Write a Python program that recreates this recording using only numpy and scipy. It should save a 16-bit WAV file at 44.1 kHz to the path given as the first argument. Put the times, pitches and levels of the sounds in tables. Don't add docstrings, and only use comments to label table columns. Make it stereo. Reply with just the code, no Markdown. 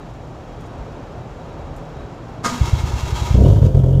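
import sys
import numpy as np
from scipy import signal
from scipy.fft import rfft, irfft
from scipy.io import wavfile
from scipy.ndimage import uniform_filter1d, minimum_filter1d

SR = 44100
rng = np.random.default_rng(int(sys.argv[2]) if len(sys.argv) > 2 else 0)


def digitize_waveform(pressure):
    field = np.atleast_2d(pressure).T
    bounded = np.clip(field, -1, 1)
    quanta = np.round(bounded * 32767).astype(np.int16)
    wavfile.write(sys.argv[1], SR, quanta)


N = 176400


def undb(db):
    return 10 ** (np.asarray(db) / 20)


def curve(table, t, column=1):
    rows = np.array(table)
    return np.interp(t, rows[:, 0], rows[:, column])


def unit(x, start=0, end=4):
    return x / np.sqrt(np.mean(x[int(start * SR):int(end * SR)] ** 2) + 1e-20)


def noise():
    return rng.standard_normal(N)


def walk(rate):
    k = int(SR / rate)
    return uniform_filter1d(np.repeat(rng.standard_normal(N // k + 1), k), k)[:N]


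def colour(x, points):
    hz, db = np.array(points, float).T
    f = np.maximum(np.arange(N + 1) * SR / (2 * N), 1)
    return irfft(rfft(x, 2 * N) * undb(np.interp(np.log(f), np.log(hz), db)))[:N]


def resonate(x, modes):
    return sum(undb(db) * signal.lfilter(*signal.iirpeak(hz, hz / width, fs=SR), x)
               for hz, width, db in modes)


def strikes(times, gains):
    return np.bincount((np.asarray(times) * SR).astype(int), gains, N)[:N]


def fade(x, decay_s):
    return signal.lfilter([1], [1, -np.exp(-1 / (decay_s * SR))], x)


def reverberate(x, t60):
    tail = noise() * undb(-60 * np.arange(N) / SR / t60)
    return signal.fftconvolve(x, tail / np.linalg.norm(tail))[:N]


def stereo(mid, side):
    return np.array([mid + side, mid - side])


# (f/Hz, level/dB)
AIR_SPECTRUM = [(12, -29), (20, -24), (43, -1), (111, -2.5), (164, -4), (183, -11), (242, -8), (270, -9),
                (302, -9), (421, -10.5), (484, -10), (713, -11.5), (1510, -24), (2160, -32), (2340, -31),
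                (6720, -47.5), (15000, -80)]
AIR_SIDE = [(60, -10.5), (110, -8.5), (200, -12.5), (380, -14.5), (690, -12.5), (1280, -4), (2360, 3.5),
            (4350, -1.5), (8020, -0.5), (14800, -1.5)]
# (t/s, level/dB)
AIR_SWELL = [(0.0, -43.5), (0.05, -43), (0.15, -45), (0.84, -41.5), (1.4, -43), (1.52, -41.5), (2.4, -42.5)]
# (f/Hz, level/dB)
FAN_TONES = [(38.5, -46.5), (120, -44.5), (158, -47)]
def ventilation(t, air_db=-33, surge_db=2.2):
    def rush():
        air = noise()
        rumble = colour(air, [(140, 0), (240, -40)])
        surge = undb(surge_db * walk(14)) - 1
        return unit(colour(air + rumble * surge, AIR_SPECTRUM))
    hum = sum(undb(db + 2 * walk(5.1)) * np.sqrt(2) * np.sin(2 * np.pi * hz * t + 0.33 * walk(4.76))
              for hz, db in FAN_TONES)
    swell = curve(AIR_SWELL, t)
    return undb(air_db + swell - swell.mean()) * stereo(rush(), colour(rush(), AIR_SIDE)) + hum


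# (f/Hz, level/dB)
TICKS = [(.606, -55.5), (.66, -61), (1.7615, -52.5)]
TICK_SPECTRUM = [(2000, -20), (7000, 0), (9000, -4), (15000, -12)]
def ticks():
    times, db = np.array(TICKS).T
    return fade(strikes(times, undb(db)), decay_s=0.015) * unit(colour(noise(), TICK_SPECTRUM))


# (f/Hz, level/dB)
CLACKS = [(2.434, -15), (2.440, -6), (2.446, 0), (2.453, -1), (2.461, -2.5)]
CLACK_SPECTRUM = [(88, -45), (150, -12.5), (273, -7), (343, -11.5), (701, -17), (1250, -10), (1490, -15),
                  (1600, -14.5), (2700, -25.5), (6680, -22.5), (15000, -49)]
# (f/Hz, level/dB, T60/s)
GEAR_MODES = [(280.7, -11, 0.27), (1190, -11.5, 0.08), (1240, 4, 0.13), (1404, -10.5, .09),
              (1597, -5.5, 0.11), (1753, -20, 0.082), (2005, -12, 0.08), (2145, -5.5, 0.055),
              (4930, -11.5, 0.14), (6540, -15.5, .15), (6950, -11, 0.17), (7300, -16, 0.12)]
def pinion(t, crash_db=-18, ring_db=-21.5):
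    times, db = np.array(CLACKS).T
    impacts = strikes(times, undb(db))
    blows = fade(impacts, decay_s=0.02)
    crash = unit(colour(noise(), CLACK_SPECTRUM)) * blows / blows.max()
    ring = 0
    for hz, mode_db, t60 in GEAR_MODES:
        envelope = fade(impacts, t60 / np.log(1000))
        ring += undb(mode_db) * envelope / envelope.max() * np.sin(2 * np.pi * (hz * t + rng.random()))
    return undb(crash_db) * crash + undb(ring_db) * ring


STARTER_ON_S, CATCH_S = 2.45, 3.35
# (t/s, puff level/dB)
COMPRESSIONS = [(2.617, -5), (2.737, -5.5), (2.841, -10), (2.941, -11.5), (3.037, -13.5), (3.1306, -11),
                (3.223, -11.5), (3.312, -7)]
# (t/s, level/dB)
STARTER_LEVEL = [(2.44, -51), (2.48, -27.5), (2.56, -32), (2.85, -36.5), (3.17, -34), (3.35, -33.5),
                 (3.39, -32.5), (3.53, -35), (3.61, -42.5), (3.665, -32), (3.72, -63), (4.0, -60)]
# (f/Hz, level/dB)
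GRIND_SPECTRUM = [(150, -0.5), (300, -2.5), (480, -8), (700, -7), (950, -4.5), (1300, -6), (1890, -12.5),
                  (3320, -14.5), (7060, -15), (8380, -25.5), (15000, -32.5)]
# (f/Hz, bandwidth/Hz, level/dB)
CASING_MODES = [(953, 34, 5.5), (1240, 40, 2), (2154, 97, -7.5), (2710, 80, -7), (3267, 97, -5.5),
                (3842, 26, -1), (4180, 51, -11), (5480, 47, -13.5), (7270, 78, -15)]
# (harmonic number, level/dB)
MESH_PARTIALS = [(1, -1), (2, -33), (3, -16), (4, -16)]
def starter(t, motor_hz=367.7, mesh_hz=835, spin_up_s=0.09, speed_sag=0.055, release_s=0.05):
    beats = np.array(COMPRESSIONS)[:, 0]
    elapsed = t - STARTER_ON_S
    load = np.cos(2 * np.pi * np.interp(t, beats, np.arange(len(beats))))
    load *= np.clip(elapsed / (beats[0] - STARTER_ON_S), 0, 1)
    inrush = np.exp(-np.maximum(elapsed, 0) / spin_up_s)
    engaged = np.clip(1 - (t - CATCH_S) / release_s, 0, 1)
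    speed = (1 - inrush) * (1 - speed_sag * load + 0.012 * walk(40))
    travel = np.cumsum(speed) / SR
    contacts = np.diff(np.floor(mesh_hz * travel), prepend=0)
    teeth = contacts * undb(2.7 * noise()) * np.sign(noise())
    cranking_s = (2.6, 3.3)
    grind = unit(noise() + undb(3.5) * unit(teeth, *cranking_s))
    casing = sum(resonate(grind * undb(4 * walk(22)), [mode]) for mode in CASING_MODES)
    body = unit(colour(grind, GRIND_SPECTRUM), *cranking_s)
    body += engaged * undb(-6) * unit(casing, *cranking_s)
    motor = (1 - inrush) * undb(-6 + 18 * inrush + 2 * walk(18)) * np.sin(2 * np.pi * motor_hz * travel)
    whine = sum(undb(db - 3 + 4.5 * walk(45)) * np.sin(2 * np.pi * k * mesh_hz * travel)
                for k, db in MESH_PARTIALS)
    whine *= engaged * np.clip(elapsed / (CATCH_S - STARTER_ON_S), 0, 1)
    level_db = curve(STARTER_LEVEL, t) - 2.8 * load + 1.3 * walk(90)
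    return (body + motor + whine) * undb(level_db)


def groan(t, centre_s=2.548, width_s=0.031, hz=245, db=-24.5):
    return undb(db) * np.exp(-((t - centre_s) / width_s) ** 2) * np.sin(2 * np.pi * hz * t)


def thump(t, when, width_s):
    u_squared = np.minimum(((t - when) / width_s) ** 2, 100)
    return (1 - u_squared) * np.exp(-u_squared / 2)


# (t/s, f/Hz)
FIRING_RATE = [(3.34, 29.7), (3.42, 32.2), (3.47, 48.1), (3.56, 53.3), (3.63, 47.4), (3.75, 47.1),
               (3.83, 42.1), (3.92, 45), (4.0, 45.3)]
# (t/s, level change/dB)
MISFIRES = [(3.546, -12.5), (3.604, -37), (3.666, -6.5), (3.688, -9.5), (3.709, -23), (3.73, -29),
            (3.818, -22)]
def firings(t):
    phase = np.cumsum(curve(FIRING_RATE, t + CATCH_S)) / SR
    count = int(np.interp(t[-1] - CATCH_S, t, phase)) + 2
    times = np.interp(np.arange(count), phase, t) + CATCH_S
    loss_db = np.zeros(count)
    for when, db in MISFIRES:
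        loss_db[np.argmin(abs(times - when))] = db
    return times, loss_db


# (t/s, thump level/dB, bark level/dB)
COMBUSTION = [(3.35, -7.5, 0), (3.385, -3.5, 5), (3.435, -2, 10.5), (3.5, -1.5, 4), (3.58, -7.5, -2),
              (3.63, 0.5, 3.5), (3.76, -3.5, 1.5), (3.87, -6, -0.5), (4.0, -8, -3)]
# (f/Hz, bandwidth/Hz, level/dB)
SILENCER_MODES = [(65.8, 21, 0.5), (86, 6, -3), (135.4, 6.2, -4.5), (190, 44, -2)]
def silencer(t, times, loss_db, idle_hz=44.1):
    puffs = sum(undb(db) * thump(t, when, width_s=0.0028) for when, db in COMPRESSIONS)
    widths_s = 0.0024 * (idle_hz / curve(FIRING_RATE, times)) ** 0.49
    sizes = undb(6 + curve(COMBUSTION, times) + loss_db)
    thumps = sum(size * thump(t, when, width) for when, size, width in zip(times, sizes, widths_s))
    pulses = puffs + thumps
    return pulses + resonate(pulses, SILENCER_MODES)


# (f/Hz, level/dB)
PIPE_MODES = [(198, 32, -5), (268, 24, -7.5), (286.6, 16.8, -4.5), (332, 15.7, -2), (394.3, 17, 2),
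              (444.3, 14.4, 2.5), (469, 21, -1.5), (520, 20, 2.5), (567, 26, -1), (609, 23, -1),
              (645.5, 24, 2), (712, 32, -1.5), (892, 23, -3.5), (958, 14, 3.5)]
PIPE_SPECTRUM = [(100, -29.5), (180, 24.5), (600, 3.5), (1000, -8.5), (1500, -44), (8000, -45)]
def pipe_bark(cracks, db=-15.5):
    gust = fade(cracks, decay_s=0.009) * noise()
    drive = 0.5 * unit(gust) - unit(cracks)
    ring = resonate(drive, PIPE_MODES[::2]) - resonate(drive, PIPE_MODES[1::2])
    return undb(db) * unit(colour(ring, PIPE_SPECTRUM), CATCH_S)


SHIELD_MODES = [(1300, 70, 2.5), (2975, 240, -2), (3224, 220, -3.5), (3620, 180, -6.5)]
def heat_shield(gas, db=-46):
    drive = gas * undb(5 * walk(45))
    return undb(db) * unit(resonate(resonate(drive, SHIELD_MODES), SHIELD_MODES), CATCH_S)


# (f/Hz, level/dB)
RASP_SPECTRUM = [(300, 6), (600, 18), (950, 4), (1350, -7.5), (1750, -30), (2550, -24), (3150, -15),
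                 (4200, -8.5), (5500, -11.5), (7200, -11.5), (8400, -17.5), (15000, -19)]
def rasp(gas, db=-34):
    return undb(db) * unit(colour(gas, RASP_SPECTRUM), CATCH_S)


# (t/s, relative level/dB)
POPS = [(3.378, -9), (3.408, -5), (3.4565, -1), (3.479, -1.5), (3.4995, -0.5), (3.560, 0), (3.620, 3),
        (3.745, 0.5), (3.836, -4)]
# (f/Hz, level/dB)
POP_MODES = [(405, 54, 4), (646, 92, 1), (930, 96, 6.5), (1270, 64, -10), (2090, 550, -18),
             (2940, 350, -14.5)]
POP_SPECTRUM = [(150, -21), (350, 6.5), (3400, -8), (5000, -8), (15000, -17)]
def pops(peak_db=-18.5):
    times, db = np.array(POPS).T
    burst = fade(strikes(times, undb(db)), decay_s=0.0067)
    burst = fade(burst, 0.001)
    ring = unit(colour(resonate(noise(), POP_MODES), POP_SPECTRUM))
    return undb(peak_db) * ring * burst / burst.max()


# (delay/s, amplitude ratio)
ECHOES = [(.016, 0.27), (0.029, 0.16), (.039, 0.26), (.054, .13), (0.066, 0.25)]
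def exhaust(t, crack_lead_s=0.004994):
    times, loss_db = firings(t)
    crack_db = curve(COMBUSTION, times, column=2) + loss_db + 0.7 * rng.standard_normal(len(times))
    cracks = strikes(times - crack_lead_s, undb(crack_db))
    gas = fade(cracks, decay_s=0.014) * noise()
    pulses = silencer(t, times, loss_db) + pipe_bark(cracks)
    echoes = sum(gain * np.interp(t - delay, t, pulses) for delay, gain in ECHOES)
    return pulses + echoes + heat_shield(gas) + rasp(gas) + pops()


# (f/Hz, level/dB)
GARAGE_SEND = [(80, -1.5), (160, -8.5), (300, -5.5), (8000, 6)]
# (f/Hz, level/dB)
REFLECTION_SIDE = [(60, -13), (200, -34), (400, -22), (700, -13), (1280, -6), (2360, -1.5), (15000, -3)]
def scene(garage_t60_s=0.87, wet_db=-7, left_bias_db=0.7):
    t = np.arange(N) / SR
    front = pinion(t) + starter(t) + groan(t) + ticks()
    rear = exhaust(t)
    far = undb(wet_db) * (front + colour(rear, GARAGE_SEND))
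    flutter = undb(3.5) * reverberate(front + rear, t60=0.11)
    side = colour(flutter + reverberate(far, garage_t60_s), REFLECTION_SIDE)
    mid = front + reverberate(far, garage_t60_s)
    tailpipe = rear * undb([[left_bias_db / 2], [-left_bias_db / 2]])
    return tailpipe + stereo(mid, side) + ventilation(t)


def record(dry, ceiling=0.97, max_hold_db=5.5, recovery_db_per_s=1.5, smooth_s=0.0027, top_hz=15450):
    window = int(smooth_s * SR)
    recovery_db = recovery_db_per_s * np.arange(N) / SR
    over_db = 20 * np.log10(np.maximum(abs(dry).max(axis=0) / ceiling, 1))
    held_db = np.maximum.accumulate(np.minimum(over_db, max_hold_db) + recovery_db) - recovery_db
    gain = undb(-np.maximum(held_db, over_db))
    gain = uniform_filter1d(minimum_filter1d(gain, window), window)
    return signal.sosfilt(signal.ellip(10, 0.2, 80, top_hz, fs=SR, output="sos"), dry * gain)


dry = scene()
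out = record(dry)
digitize_waveform(out)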